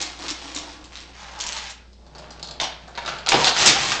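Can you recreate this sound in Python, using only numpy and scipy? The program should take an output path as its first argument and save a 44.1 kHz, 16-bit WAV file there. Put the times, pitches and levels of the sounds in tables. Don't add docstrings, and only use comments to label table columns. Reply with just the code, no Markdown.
import sys
import numpy as np
from scipy import signal
from scipy.fft import rfft, irfft
from scipy.io import wavfile

SR = 44100
rng = np.random.default_rng(int(sys.argv[2]) if len(sys.argv) > 2 else 0)


def int16_out(signal):
    q = np.round(np.clip(np.atleast_2d(signal).T, -1, 1) * 32767)
    wavfile.write(sys.argv[1], SR, q.astype(np.int16))


N = 176400
TIME = np.arange(N) / SR

# (frequency [Hz], level [dB], t60 [s])
PLASTIC_MODES = [(2192, -1.5, 0.01), (3530, 0.5, 0.0073), (4254, 5.5, 0.0086), (5756, -2, 0.027),
                 (7120, -14.5, 0.0099)]
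FLOOR_MODES = [(336, 0.5, 0.021), (612, -1.5, 0.023), (775.4, 1, 0.028), (1000, -0.5, 0.039),
               (1595, 1, 0.027)]


def amp(db):
    return 10 ** (np.asarray(db) / 20)


def unit(x):
    return x / np.sqrt(np.mean(x ** 2) + 1e-20)


def on_log_axis(points, size):
    hz, value = np.array(points, float).T
    return np.interp(np.log(np.arange(size // 2 + 1) * SR / size + 1), np.log(hz), value)


def colour(x, points, size=4096):
    cepstrum = irfft(np.log(amp(on_log_axis(points, size))))
    cepstrum[1:size // 2] *= 2
    cepstrum[size // 2 + 1:] = 0
    return signal.fftconvolve(x, irfft(np.exp(rfft(cepstrum))))[:N]


def room_tone(air_db=-54.5):
    hum_tones = [(59.2, -49.5), (118.4, -72), (199.2, -63.5)]  # (frequency [Hz], rms level [dB])
    air_eq = [(25, 0), (40, 0), (80, -1.5), (500, -8.5), (1500, -28.5), (5000, -20.5), (8500, -33.5)]  # (frequency [Hz], gain [dB])
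    hum = sum(np.sqrt(2) * amp(db) * np.sin(2 * np.pi * (hz * TIME + rng.random()))
              for hz, db in hum_tones)
    return hum + amp(air_db) * unit(colour(rng.standard_normal(N), air_eq))


def room(x, size=32768, echoes=12):
    reverb_times = [(150, 0.25), (500, 0.45), (1500, 0.57), (3500, 0.44), (7500, 0.24)]  # (frequency [Hz], t60 [s])
    tail_db, tail_delay_s, early_db, early_s = -5, 0.0069, -7, .012
    t = TIME[:size]
    noise, tail = rfft(rng.standard_normal(size)), 0
    for k, (_, t60) in enumerate(reverb_times):
        band = on_log_axis([(hz, j == k) for j, (hz, _) in enumerate(reverb_times)], size)
        tail = tail + irfft(noise * band) * np.exp(-np.log(1000) * t / t60)
    response = amp(tail_db) * unit(tail * np.clip(t / tail_delay_s - 1, 0, 1)) / np.sqrt(size)
    lags = (SR * early_s * rng.uniform(0.1025, 1, echoes)).astype(int)
    response[lags] += amp(early_db) * rng.choice([-1, 1], echoes) / np.sqrt(echoes)
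    response[0] += 1
    return signal.fftconvolve(x, unit(response) / np.sqrt(size))[:N]


def contacts(times, strengths, modes, crack_db, spread, tilt_db=None, size=1024):
    crack_decay_s, pivot_hz = 0.00081, 4000
    t = TIME[:size]
    ring = 0
    for hz, db, t60 in modes:
        weight, detune = rng.standard_normal((2, len(times), 1))
        tone = np.sin(2 * np.pi * hz * np.exp(spread * detune) * t)
        ring = ring + amp(db) * weight * np.exp(-np.log(1000) * t / t60) * tone
    crack = rng.standard_normal((len(times), size)) * np.exp(-t / crack_decay_s)
    grains = unit(ring) + amp(crack_db) * unit(crack)
    grains *= (strengths / np.sqrt(np.sum(grains ** 2, axis=1)))[:, None]
    if tilt_db is not None:
        octaves = np.clip(np.log2(np.linspace(1, SR / 2, size + 1) / pivot_hz), -2, 1)
        grains = irfft(rfft(grains, 2 * size) * amp(tilt_db[:, None] * octaves))[:, :size]
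    places = (np.maximum(times, 0) * SR).astype(int)[:, None] + np.arange(size)
    return np.bincount(places.ravel(), grains.ravel(), N)[:N]


def clatter(levels, modes, eq, click_db, knock_db, spread, count, scatter_db=4, crack_db=10):
    crossover_hz = 1240
    when, clicks, knocks = np.array(levels).T
    length = when[-1] - when[0]
    times = when[0] + length * (np.arange(count) + rng.uniform(0, 2, count)) / count
    strengths = amp(scatter_db * np.clip(rng.standard_normal(count), -2, 2))
    out = 0
    for side, rings, db in (("high", modes, clicks + click_db), ("low", FLOOR_MODES, knocks + knock_db)):
        stream = colour(contacts(times, strengths, rings, crack_db, spread), eq)
        band = signal.sosfilt(signal.butter(3, crossover_hz, side, fs=SR, output="sos"), stream)
        out = out + unit(band) * np.sqrt(length * SR / N) * amp(np.interp(TIME, when, db))
    return out


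def hollow(x, ring_db, width_hz=55):
    pitch_path = [(.25, 730), (.57, 1000), (.72, 874), (1.22, 830), (1.39, 835), (1.44, 960), (1.54, 894),
                  (1.66, 820)]
    turn = np.exp(2j * np.pi * np.cumsum(np.interp(TIME, *np.array(pitch_path).T)) / SR)
    pole = np.exp(-np.pi * width_hz / SR)
    resonance = 2 * np.real(turn * signal.lfilter([1 - pole], [1, -pole], x / turn))
    return x + amp(ring_db) * resonance


def tile_fields():
    # (time [s], relative click level [dB], relative knock level [dB])
    first_levels = [(0, -23.5, -41.5), (.15, -41.5, -53), (.25, -30, -41), (.32, -38, -50),
                    (.44, -35.5, -47), (.52, -35, -49.5), (.59, -38, -45), (.73, -37.5, -51),
                    (.8, -51, -53), (.9, -49.5, -57.5), (.97, -45, -55.5), (1.13, -48, -55)]
    second_levels = [(1.13, -48, -57), (1.22, -43, -45.5), (1.37, -44.5, -43), (1.45, -36.5, -40.5),
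                     (1.6, -35, -44), (1.7, -39.5, -52), (1.74, -78, -76), (1.85, -72, -76)]
    # (frequency [Hz], gain [dB])
    first_eq = [(110, -21), (160, -2), (225, -14), (300, 1.5), (400, -7.5), (550, -8.5), (980, -7.5),
                (1400, -5.5), (3800, -4), (5900, -5), (8500, -16)]
    second_eq = [(120, -11.5), (300, -14.5), (720, -8.5), (880, -7.5), (1080, -6.5), (1600, 0.5),
                 (4200, -2.5), (7000, -7), (8500, -20.5)]
    first = clatter(first_levels, PLASTIC_MODES, first_eq,
                    click_db=-5, knock_db=3.5, spread=0.219, count=620)
    second = clatter(second_levels, PLASTIC_MODES, second_eq,
                     click_db=-0.5, knock_db=-1, spread=0.224, count=750)
    return room(hollow(first, ring_db=-6)) + room(hollow(second, ring_db=5))


def board_knocks(rise_s=0.0088, blur_hz=14):
    landings = [(0.011, 839, -37), (0.23, 295, -39.5), (0.309, 303, -33), (.558, 280.3, -33.5),
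                (.672, 910, -39), (1.368, 841, -36), (1.45, 920, -37.5), (1.53, 893, -42.5),
                (2.979, 950, -32.5), (3.32, 780, -22), (3.417, 963, -21), (3.485, 770, -25.5),
                (3.752, 801, -24.5)]
    phase_drift = np.cumsum(rng.standard_normal(N)) * np.sqrt(2 * np.pi * blur_hz / SR)
    out = 0
    for start, hz, db in landings:
        age = np.maximum(TIME - start, 0) / rise_s
        out = out + amp(db) * age * np.exp(1 - age) * np.sin(2 * np.pi * hz * TIME + phase_drift)
    return out


def clacks(blows, modes, eq, knock_db, crack_db, spread, count, click_db=14, rebound_db=-1):
    floor_eq = [(60, -32), (150, -6.5), (380, -8.5), (640, 2.5), (900, 0), (1400, -0.5), (2500, -25),
                (6000, -42)]
    start, db, floor_db, rattle_s, tilt_db = np.array(blows).T[:, :, None]
    step = np.arange(count)
    is_rebound = step > 0
    progress = (step + rng.uniform(-.5, .5, (len(blows), count))) / count * is_rebound
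    times = (start + rattle_s * progress).ravel()
    strengths = amp(db + rebound_db * is_rebound) * np.exp(-progress)
    click = contacts(times, strengths.ravel(), modes, crack_db, spread, np.repeat(tilt_db, count))
    knock = contacts(times, (strengths * amp(floor_db)).ravel(), FLOOR_MODES, crack_db=1, spread=.12)
    return amp(click_db) * colour(click, eq) + amp(knock_db) * colour(knock, floor_eq)


def tile_slaps():
    # (time [s], relative level [dB], floor knock offset [dB], rattle [s], brightness [dB/octave])
    slaps = [(.0144, -15, -38, 0.014, 6), (.0275, -22.5, -8, 0.017, -6), (.222, -26.5, -2, 0.033, -8),
             (.2828, -15.5, -14, 0.022, -3), (.310, -19, -38, 0.022, 0.5), (.5482, -23.5, -14, 0.017, 8),
             (.563, -15.5, -25, 0.033, 0), (.842, -31.5, -7, 0.03, 1), (.9223, -30.5, -10, 0.031, -5),
             (.9552, -23.5, -26, .045, -2.5), (1.004, -28, -25, 0.04, -3), (1.3892, -28.5, -20, 0.0051, 5),
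             (1.4022, -16.5, -19, 0.012, 0), (1.5653, -17, -9, 0.025, -3.5), (1.7, -24.5, -8, 0.021, 4.5)]
    eq = [(300, -24.5), (1000, -5.5), (2000, -2.5), (4000, 4.5), (7500, 1), (8500, -14)]  # (frequency [Hz], gain [dB])
    return room(clacks(slaps, PLASTIC_MODES, eq, knock_db=11.5, crack_db=10, spread=0.11, count=7))


def tile_snaps(gain_db=14):
    snaps = [(.0272, -15.5), (0.3039, -15.5), (0.3096, -16.5), (1.4102, -13), (1.417, -21), (1.4242, -22),
             (1.439, -19), (1.466, -16.5), (1.4712, -17.5), (1.475, -26), (1.484, -23), (1.49, -15.5),
             (1.5235, -19), (1.5295, -16.5)]
    edge_modes = [(4620, -8.5, .008), (5680, 0, 0.0066), (7140, 0.5, .012)]  # (frequency [Hz], level [dB], t60 [s])
    eq = [(1000, -20), (3000, 6), (5000, 2.5), (7500, -1), (8500, -12)]  # (frequency [Hz], gain [dB])
    times, db = np.array(snaps).T
    clicks = contacts(times, amp(db + gain_db), edge_modes, crack_db=0.5, spread=0.069)
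    return room(colour(clicks, eq))


def wooden_row():
    wood_modes = [(1440, -8.5, .03), (3050, -11, .02), (4110, -2.5, 0.015), (4580, -4.5, 0.017),
                  (6000, -10.5, 0.013), (7300, -8.5, 0.02)]
    run_levels = [(1.98, -65, -62), (2.12, -57.5, -56), (2.18, -46.5, -48), (2.38, -50.5, -53),
                  (2.46, -50, -49.5), (2.58, -51, -50), (2.8, -50.5, -55.5), (2.93, -49.5, -52.5),
                  (3.12, -32, -44.5), (3.26, -48, -51.5)]
    # (time [s], relative level [dB], floor knock offset [dB], rattle [s], brightness [dB/octave])
    blows = [(1.931, -43, -12, 0.014, 5), (2.0657, -40.5, -5, 0.021, 2), (2.1505, -29.5, -8, 0.019, -3),
             (2.183, -31, -19, 0.018, 7.5), (2.3059, -31.5, -4, 0.008, 10.5), (2.3208, -34, -8.5, .016, 3),
             (2.3957, -27.5, -17, 0.0046, -2), (2.4279, -19.5, -16, 0.0077, 5), (2.443, -23, -20, 0.012, 0),
             (2.473, -27, -15, .012, -1), (2.487, -24.5, -13, 0.0063, 0.5),
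             (2.5102, -20.5, -21, 0.0076, -0.5), (2.8789, -38.5, 7.5, 0.022, 12),
             (2.9522, -26, -16, 0.017, -7.5), (3.05, -28, -4, 0.0048, -8), (3.1852, -22, -14, 0.014, -9),
             (3.263, -12.5, -20, 0.0022, -6.5), (3.27, -11.5, -6, 0.0032, -4.5)]
    # (frequency [Hz], gain [dB])
    run_eq = [(110, -12), (155, 8.5), (230, -4.5), (620, -1), (1000, -6.5), (2100, -11.5), (3300, -13.5),
              (5400, -19.5), (7300, -25.5), (8500, -37)]
    blow_eq = [(300, -23), (1000, -17.5), (2200, -6), (4200, 2.5), (5500, -1.5), (7300, -5), (8500, -20.5)]
    run = clatter(run_levels, wood_modes, run_eq,
                  click_db=-3, knock_db=3.5, spread=0.15, count=450, scatter_db=2, crack_db=9)
    strikes = clacks(blows, wood_modes, blow_eq,
                     knock_db=21.5, crack_db=3, spread=0.065, count=6, rebound_db=-1.5)
    return room(run) + room(strikes)


def tower_collapse(spots=3):
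    # (time [s], relative level [dB], floor knock offset [dB], rattle [s], brightness [dB/octave])
    blows = [(2.5998, -13.5, -13, 0.012, -1), (2.6135, -14.5, -1, 0.017, 5.5),
             (2.633, -13, -4.5, 0.025, 2.5), (2.976, -20, 0, 0.018, -4), (3.061, -19.5, -11, .012, -1),
             (3.0774, -14.5, -1.5, 0.029, -2.5), (3.283, -17, -12, 0.004, -1),
             (3.2887, -6, -17, 0.001745, 10), (3.2937, -9.5, -8.5, .002, 11), (3.3195, -5, -8.5, 0.016, -3),
             (3.342, -7.5, -16, 0.022, -4), (3.4444, -3.5, -15.5, 0.025, 4.5), (3.47, -2.5, -7, 0.03, 2.5),
             (3.565, -9.5, -18, 0.03, -1.5), (3.6608, -3.5, -20, 0.024, 16.5),
             (3.6792, -4.5, -11, 0.026, 5.5), (3.9188, -8, -38, .012, -0.5)]
    heap_levels = [(3.305, -21, -31), (3.345, -30, -19.5), (3.37, -28, -24), (3.41, -21, -22),
                   (3.485, -23, -31), (3.515, -46, -25.5), (3.55, -29.5, -40), (3.595, -15.5, -25),
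                   (3.64, -16, -23), (3.675, -9, -22), (3.715, -16, -43), (3.76, -27.5, -25.5),
                   (3.79, -21, -27), (3.93, -23.5, -30.5), (4.0, -34.5, -31)]
    # (frequency [Hz], gain [dB])
    blow_eq = [(300, -8.5), (900, 3), (2000, 3), (3500, 4.5), (5000, 2), (7000, -5), (8500, -17)]
    heap_eq = [(60, -7), (146, 2.5), (190, -3.5), (350, -3), (560, -1), (800, 2), (1500, 0.5), (3400, 2),
               (7500, -2.5), (8500, -19)]
    out = 0
    for spot in range(spots):
        storeys = clacks(blows[spot::spots], PLASTIC_MODES, blow_eq,
                         knock_db=16, crack_db=7, spread=0.22, count=9)
        heap = clatter(heap_levels, PLASTIC_MODES, heap_eq,
                       click_db=-2, knock_db=-2.5, spread=0.192, count=280)
        out = out + room(storeys + heap / np.sqrt(spots))
    return out


def tower_thuds():
    landings = [(3.342, -17.5, 0.014), (3.656, -26.5, 0.033)]  # (time [s], level [dB], decay [s])
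    eq = [(40, -27), (90, 1), (200, 2), (350, 7.5), (600, -0.5), (1500, -32)]  # (frequency [Hz], gain [dB])
    swell = 0
    for start, db, decay_s in landings:
        age = np.maximum(TIME - start, 0) / decay_s
        swell = swell + amp(db) * np.sqrt(2 * np.e * age) * np.exp(-age)
    return room(swell * unit(colour(rng.standard_normal(N), eq)))


def scene():
    return (room_tone() + tile_fields() + board_knocks() + tile_slaps() + tile_snaps()
            + wooden_row() + tower_collapse() + tower_thuds())[None]


def record(dry):
    rolloff_hz, headroom, top_hz = 8450, .8, 8900
    soft = signal.sosfilt(signal.butter(10, rolloff_hz, fs=SR, output="sos"), dry)
    rounded = soft / (1 + (soft / headroom) ** 6) ** (1 / 6)
    steep_lowpass = signal.firwin(255, top_hz, window=("kaiser", 9), fs=SR)
    return signal.fftconvolve(rounded, steep_lowpass[None], "same")


dry = scene()
out = record(dry)
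int16_out(out)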